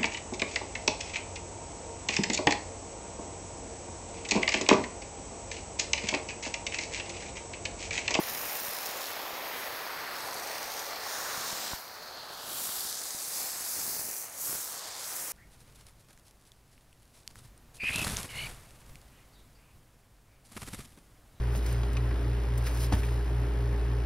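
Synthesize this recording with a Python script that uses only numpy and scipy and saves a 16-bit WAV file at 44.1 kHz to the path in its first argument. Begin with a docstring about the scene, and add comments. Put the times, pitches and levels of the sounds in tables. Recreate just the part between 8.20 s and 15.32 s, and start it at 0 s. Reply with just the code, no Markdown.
"""A spitting hiss over a roar and low drumming: a man walks round a car, coating it with a foam cannon.
The jet hisses bright or dull as it is aimed; the foam roars, thuds and slaps on the panels, which ring.
Halfway he passes close by with a soft bump, moving from flank to nose, and his body shades the spray.
A distant pressure washer drones faintly. The sound is mono."""
import sys
import numpy as np
from scipy import signal
from scipy.fft import rfft, irfft
from scipy.io import wavfile

SR = 44100
rng = np.random.default_rng(int(sys.argv[2]) if len(sys.argv) > 2 else 0)


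def store_pcm(level_fs):
    """Save levels as 16-bit WAV."""
    pcm = np.round(np.clip(level_fs, -1, 1) * 32767).astype(np.int16)
    wavfile.write(sys.argv[1], SR, np.atleast_2d(pcm).T)


N = 313992
FRAME = 512
HZ = np.fft.rfftfreq(FRAME * 2, 1 / SR)[:, None] + 1
FRAME_TIMES_S = np.arange(N // (FRAME // 2) + 2) * (FRAME // 2) / SR
TURN_S, SWEEP_S = 0.053, 0.046  # wand swings away or back; jet slides on or off a panel

# gap between roar and hiss, gliding with the fan's tilt: (time [s], centre [Hz], depth [dB])
SPRAY_GAP = [(0, 2980, -8.5), (1.4, 2880, 0), (2.1, 2920, 5), (3.5, 2730, 2), (3.7, 3000, 7.5),
             (4.35, 2030, 6.5), (5.0, 2960, 2.5), (5.4, 3070, 2), (6.1, 3500, 7), (6.35, 3280, 2.5),
             (6.67, 2540, 3), (7.12, 3470, 5)]


def from_db(db):
    """Decibels to gain."""
    return 10 ** (np.asarray(db) / 20)


def unit(x):
    """Scale to rms 1."""
    return x / np.sqrt(np.mean(x ** 2) + 1e-20)


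def add(mix, start_s, sound):
    """Mix a sound in at a time."""
    part = mix[round(start_s * SR):][:len(sound)]
    part += sound[:len(part)]


def follow(rows):
    """Each column of a time curve, per frame."""
    times_s, *columns = np.transpose(rows)
    return [np.interp(FRAME_TIMES_S, times_s, column) for column in columns]


def per_sample(values):
    """Frame values to samples."""
    return np.interp(np.arange(N) / SR, FRAME_TIMES_S, values)


def during(start_s, length_s, edge_s):
    """Soft 0..1 window, per frame."""
    since_s = FRAME_TIMES_S - start_s
    return (np.tanh(since_s / edge_s) - np.tanh((since_s - length_s) / edge_s)) / 2


def colour(points):
    """(frequency [Hz], level [dB]) points to dB per bin."""
    hz, db = np.transpose(points)
    return np.interp(np.log(HZ), np.log(hz), db)


def hump(hz, db, octaves):
    """Spectral bell [dB]."""
    return db * np.exp(-.5 * (np.log2(HZ / hz) / octaves) ** 2)


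def notch(hz, db, octaves):
    """Cancellation [dB]; negative depths do nothing."""
    return np.minimum(-hump(hz, db, octaves), 0)


def patches(depth_db, width_hz, length_s):
    """Random soft patches over frequency and time [dB]."""
    shape = (len(HZ), len(FRAME_TIMES_S))
    across = np.fft.fftfreq(len(HZ), SR / (2 * FRAME))[:, None] * width_hz
    along = np.fft.rfftfreq(len(FRAME_TIMES_S), FRAME_TIMES_S[1]) * length_s
    white = np.fft.rfft2(rng.standard_normal(shape))
    return depth_db * unit(np.fft.irfft2(white * np.exp(-2 * (across ** 2 + along ** 2)), shape))


def band_db(field_db, band_hz):
    """In-band level of unit white noise after this filter."""
    inside = (HZ > band_hz[0]) & (HZ < band_hz[1])
    return 10 * np.log10((from_db(field_db) ** 2 * inside).mean(0))


def shaped(x, field_db):
    """Time-varying filter; field_db is bins by frames."""
    frames = dict(nperseg=FRAME, noverlap=FRAME // 2, nfft=FRAME * 2)
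    spectra = signal.stft(x, **frames)[2]
    return signal.istft(spectra * from_db(field_db[:, :spectra.shape[1]]), **frames)[1][:N]


def resonance(hz, width_hz, db):
    """Narrow, wavering tone fed by noise."""
    bins_hz = np.fft.rfftfreq(N, 1 / SR)
    spectrum = rfft(rng.standard_normal(N)) / (1 + ((bins_hz - hz) / width_hz) ** 2)
    return from_db(db) * unit(irfft(spectrum, N))


def wander(slow_hz, fast_hz):
    """Pink drift between two rates, rms 1."""
    hz = np.fft.rfftfreq(N, 1 / SR) + 1e-3
    weight = 1 / np.sqrt(hz * (1 + (slow_hz / hz) ** 4) * (1 + (hz / fast_hz) ** 4))
    return unit(irfft(rfft(rng.standard_normal(N)) * weight, N))


def patter(drops_per_s, spread_db, drops_db, sputter_db, sputter_hz):
    """Sputtering stream of turbulence and uneven drops, rms 1."""
    size = from_db(spread_db * np.minimum(rng.exponential(1, N), 3.5))
    drops = (rng.random(N) < drops_per_s / SR) * size
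    splash = np.sqrt(signal.lfilter([1], [1, -.95], drops ** 2))  # each drop fizzes for 1 ms
    turbulence = rng.standard_normal(N)
    fizz = unit(splash * rng.standard_normal(N))
    weight = from_db(drops_db)
    stream = (turbulence + weight * fizz) / np.hypot(1, weight)
    return unit(stream * from_db(sputter_db * wander(1.4, sputter_hz)))


def pulse(t, length_s, rise_s):
    """One pressure push and its undershoot, peak 1."""
    u = t / length_s
    push = (1 - u) * np.exp(-u) * (1 - np.exp(-t / rise_s))
    return push / push.max()


def on_nose():
    """Jet position: 0 on the car's flank, 1 on its nose."""
    pass_s, crossing_s = 3.53, 0.02
    return np.clip((FRAME_TIMES_S - pass_s) / crossing_s, 0, 1)


def landing_db():
    """Strength of the foam landing on the car."""
    # (time [s], level [dB])
    foam = [(0, -45), (.65, -43.5), (1.3, -42.5), (1.8, -42), (2.75, -43.5), (3.1, -41), (3.52, -46),
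            (3.6, -50), (4.15, -48), (4.6, -50), (5.05, -52.5), (5.25, -49), (5.7, -52.5), (6.1, -54.5),
            (6.6, -51), (7.12, -51)]
    return follow(foam)[0]


def sweep_db():
    """Lift of the drumming as the jet crosses hollow panels."""
    # (start [s], length [s], lift [dB])
    sweeps = [(0, 0.38, 8.5), (2.002, 0.22, 1.5), (3.122, 0.41, 6.5), (4.263, 0.45, 7), (5.138, 0.13, 10),
              (5.508, 0.47, 12.5), (6.24, 0.15, 18), (6.933, 0.15, 10)]
    return sum(db * during(start_s, length_s, SWEEP_S) for start_s, length_s, db in sweeps)


def pump():
    """Low drone of the distant pressure washer."""
    return resonance(hz=87, width_hz=36, db=-70.5)


def panel():
    """Sheet metal rings as strongly as the foam hits it."""
    return resonance(hz=770, width_hz=38, db=-15) * from_db(per_sample(landing_db()))


def bumps():
    """Footfalls and hose knocks: a brief rattle, then a dull push of air."""
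    # (time [s], peak [dB], length [s], rattle re push [dB])
    knocks = [(0.484, -44, 0.0014, -6), (1.132, -41, 0.00086, -9), (3.328, -37, 0.0011, -5),
              (3.535, -31.5, 0.0023, 9), (4.947, -39, 0.00089, -9)]
    out, t = np.zeros(N), np.arange(SR // 10) / SR
    tick = np.sin(2 * np.pi * 1100 * t) * np.exp(-t / 0.00066)
    for time_s, db, length_s, rattle_db in knocks:
        add(out, time_s, from_db(db) * pulse(t, length_s, rise_s=0.0005))
        for lead_s in (.0026, .0005):  # the contact chatters twice
            add(out, time_s - lead_s, from_db(db + rattle_db) * tick)
    return out


def slaps():
    """Gobs of foam slap the bodywork nearby, each a sharp pressure dip."""
    # (time [s], peak [dB])
    gobs = [(4.277, -37), (4.492, -30), (4.652, -32), (5.407, -32.5), (5.595, -37), (5.766, -30),
            (5.795, -29.5), (5.814, -33), (5.887, -31), (6.296, -30.5), (6.311, -32), (6.329, -29),
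            (6.343, -35), (6.351, -31), (7.042, -41)]
    out, t = np.zeros(N), np.arange(SR // 10) / SR
    for time_s, db in gobs:
        add(out, time_s, -from_db(db) * pulse(t, length_s=0.00033, rise_s=.0001))
    return out


def spits():
    """Fat drops spit from the stream as tiny bright puffs."""
    # (time [s], peak [dB], frequency [Hz])
    drops = [(2.006, -33, 7000), (2.143, -28, 10000), (2.235, -34, 7000), (2.593, -27, 5940),
             (2.703, -41, 6000), (3.679, -37, 4900), (3.973, -38, 4600), (4.671, -27, 5500),
             (4.774, -26, 6000), (4.906, -24, 6300), (6.842, -31, 5000), (6.926, -36, 6000)]
    out, t = np.zeros(N), np.arange(SR // 10) / SR
    for time_s, db, hz in drops:
        band = signal.butter(2, [hz * 0.7, min(hz * 1.2, SR * .45)], "band", fs=SR, output="sos")
        puff = signal.sosfilt(band, rng.standard_normal(len(t)) * np.exp(-t / 0.0014))
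        add(out, time_s, from_db(db) * puff / abs(puff).max())
    return out


def drumming():
    """Heavy gobs thud on panels and ground: steadier on the flank, quieter with swells on the nose."""
    # thud spectrum: (frequency [Hz], relative density [dB])
    thud = [(15, -32), (30, -11), (55, -1), (80, -8), (110, 0.5), (200, -2), (320, -1.5), (600, -3.5),
            (2000, -30), (16000, -80)]
    field_db = colour(thud)
    level_db = landing_db() - 22.5 + 2 * on_nose() + sweep_db()
    gobs = patter(drops_per_s=130, spread_db=4.5, drops_db=-3.0, sputter_db=1.0, sputter_hz=40)
    return shaped(gobs, field_db + level_db - band_db(field_db, (50, 250)))


def bonnet_db():
    """The bonnet rings with falling pitch as the jet crosses it."""
    start_s, length_s, lift_db = 2.86, 0.53, 4.6
    hz = np.interp(FRAME_TIMES_S, [start_s, start_s + length_s], [1580, 1080])
    return hump(hz, lift_db * during(start_s, length_s, SWEEP_S), octaves=0.23)


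def roar():
    """Foam hitting the car: fuller on the flank, hollower on the nose."""
    # impact spectra: (frequency [Hz], relative density [dB])
    flank_spectrum = [(60, -44), (150, -24), (260, -12), (400, -6.5), (520, -0.5), (750, 0.5), (1050, -0.5),
                      (1450, -4), (1900, -2), (2400, -4.5), (3000, -7.5), (4200, -12.5), (7000, -23),
                      (16000, -53)]
    nose_spectrum = [(60, -36), (150, -18), (260, -15.5), (400, -10.5), (550, -5.5), (780, -4.5),
                     (1100, -5.5), (1550, -6.5), (2000, -8), (2600, -9), (3300, -9.5), (4500, -10),
                     (7000, -26), (16000, -50)]
    nose = on_nose()
    grille_db = hump(2220, 0.17 * sweep_db() * nose, octaves=0.37)
    field_db = (1 - nose) * colour(flank_spectrum) + nose * colour(nose_spectrum)
    field_db += bonnet_db() + grille_db + notch(*follow(SPRAY_GAP), octaves=0.36)
    field_db += patches(depth_db=0.92, width_hz=720, length_s=0.32)
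    level_db = landing_db() + 0.077 * sweep_db() + 1.76
    foam = patter(drops_per_s=600, spread_db=-0.5, drops_db=-4.5, sputter_db=.5, sputter_hz=80)
    return shaped(foam, field_db + level_db - band_db(field_db, (400, 2200)))


def turn_loss_db():
    """Loss in the jet's three bands as the wand turns aside or his body shades it."""
    # (start [s], length [s], hiss loss [dB], fizz loss [dB], mist loss [dB])
    turns = [(0.962, 0.4, 3, 7.5, 2.5), (1.44, 0.51, 2, 6.5, 2.5), (2.7, 0.14, 2.5, 6.5, 3.5),
             (3.572, 0.73, 5.5, 11.5, 11.5), (4.71, 0.4, 3, 1.5, 6), (5.3, 0.17, 3.5, 2.7, 6),
             (6.061, 0.12, 11.5, 13.5, 17), (6.58, 0.25, -0.3, 6, 11)]
    return sum(np.outer(loss_db, during(start_s, length_s, TURN_S))
               for start_s, length_s, *loss_db in turns)


def echoes_db():
    """Echoes notch and ripple the hiss, most beside the flank."""
    # cancellations as the jet turns: (start [s], length [s], centre [Hz], depth [dB])
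    turn_notches = [(.75, 1.3, 6000, 4), (3.65, .55, 7400, 5), (3.85, 0.28, 5700, 10), (4.2, 0.51, 6450, 3),
                    (5.27, 0.19, 9500, 13), (6.57, .27, 9800, 8)]
    # cancellations off flank and ground: (time [s], centre [Hz], depth [dB])
    low_notch = [(0, 7800, 13), (.8, 7900, 2), (1.8, 7150, 9), (2.3, 7450, 7), (3.4, 7900, 1)]
    high_notch = [(0, 9600, 5), (.7, 11100, 3.5), (1.4, 9500, -1), (2.3, 10300, 3.5), (3.2, 10800, 5.5)]
    turning_db = sum(notch(hz, db * during(start_s, length_s, TURN_S), octaves=0.05)
                     for start_s, length_s, hz, db in turn_notches)
    flank_db = notch(*follow(low_notch), octaves=0.07) + notch(*follow(high_notch), octaves=0.11)
    nose = on_nose()
    ripple_db = patches(depth_db=np.interp(nose, [0, 1], [1.3, 0.76]), width_hz=570, length_s=0.18)
    return turning_db + (1 - nose) * flank_db + ripple_db


def nozzle_db():
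    """Two nozzle resonances, stronger when a turn takes more fizz than hiss."""
    # lower resonance: (time [s], centre [Hz], lift before turns [dB])
    ring = [(0, 5050, 6.5), (.93, 5300, 1), (1.08, 4220, -5), (2.0, 4150, 3.5), (3.5, 4360, 0),
            (4.13, 4170, 9), (4.22, 4220, -9), (4.6, 4400, 1), (5.5, 4730, 3), (6.1, 4900, -2.5),
            (7.12, 4200, -5)]
    hz, lift_db = follow(ring)
    hiss_loss_db, fizz_loss_db, _ = turn_loss_db()
    lift_db += 1.1 * (fizz_loss_db - hiss_loss_db)
    return hump(hz, lift_db, octaves=0.048) + 0.71 * hump(hz * 1.104, lift_db, octaves=.05)


def aimed(field_db):
    """The treble is beamed: its band levels follow the walk and the wand's turns."""
    # jet before turns: (time [s], hiss [dB], fizz re hiss [dB], finest mist re hiss [dB])
    walk = [(0.0, -44.5, -4, 1.5), (0.26, -44.5, -1.4, 5), (0.81, -45, -5, -0.2), (1.48, -47.5, -1, 2.5),
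            (2.06, -46, -5.5, -4), (2.6, -43.5, -6, -3.9), (3.31, -40.5, -5, -5.5), (3.52, -42.5, -5, -4.6),
            (3.62, -47.5, -1, 5), (4.0, -43.5, -8.5, -5.5), (4.3, -47, 7.5, 7.5), (4.72, -40.3, -2, -2.5),
            (5.19, -40.5, 1, 1), (5.74, -41, 1.0, 1.4), (5.92, -45.5, 3.5, 3.5), (6.28, -41, 3.5, 3.5),
            (6.49, -46, 2, 0.5), (7.12, -45.5, 4, 2)]
    # hiss, fizz and mist bands: (low [Hz], high [Hz])
    bands = [(4000, 7000), (7500, 11000), (11500, 15500)]
    hiss_db, fizz_db, mist_db = follow(walk)
    levels_db = np.array([hiss_db, hiss_db + fizz_db, hiss_db + mist_db]) - turn_loss_db()
    log_centres = np.log(np.mean(bands, 1))
    shares = [np.interp(np.log(HZ), log_centres, row) for row in np.eye(len(bands))]
    for _ in range(2):  # neighbouring shares overlap, so they settle together
        field_db = field_db + sum(share * (db - band_db(field_db, band))
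                                  for share, db, band in zip(shares, levels_db, bands))
    return field_db


def jet():
    """Nozzle and mist hiss above a gliding lower edge; droplets crackle in the stream."""
    # spray strikes an edge or wet ground: (start [s], length [s])
    crackles = [(0, 1.0), (2.05, .72), (4.75, 0.29), (5.78, .4), (6.53, 0.24)]
    edge_hz = follow(SPRAY_GAP)[0] * np.interp(on_nose(), [0, 1], [1.19, 1.42])
    highpass_db = -10 * np.log10(1 + (edge_hz / HZ) ** 9)
    base_db = colour([(2000, -1.5), (5000, 0.27), (6500, 0.58), (9000, -1.6),
                      (11000, 0.057), (12300, 0.96), (14000, -0.64), (16000, -1.9)])
    gap_db = notch(*follow(SPRAY_GAP), octaves=0.19)
    field_db = aimed(base_db + highpass_db + nozzle_db() + gap_db + echoes_db())
    field_db += patches(depth_db=0.57, width_hz=2500, length_s=0.023)  # droplet clumps flicker
    crackling = sum(during(start_s, length_s, SWEEP_S) for start_s, length_s in crackles)
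    drops_db = per_sample(-7.5 + 6 * crackling)
    spray = patter(drops_per_s=800, spread_db=4.0, drops_db=drops_db, sputter_db=0.5, sputter_hz=200)
    return shaped(spray, field_db)


def scene():
    """All sources, alike in both channels."""
    mono = jet() + roar() + drumming() + panel() + pump() + bumps() + slaps() + spits()
    return np.tile(mono, (2, 1))


def record(dry):
    """Steep low-pass band limit."""
    cutoff_hz = 15760
    lowpass = signal.firwin(801, cutoff_hz, window=("kaiser", 9), fs=SR)
    return signal.oaconvolve(dry, lowpass[None], "same", axes=1)


dry = scene()
out = record(dry)
store_pcm(out)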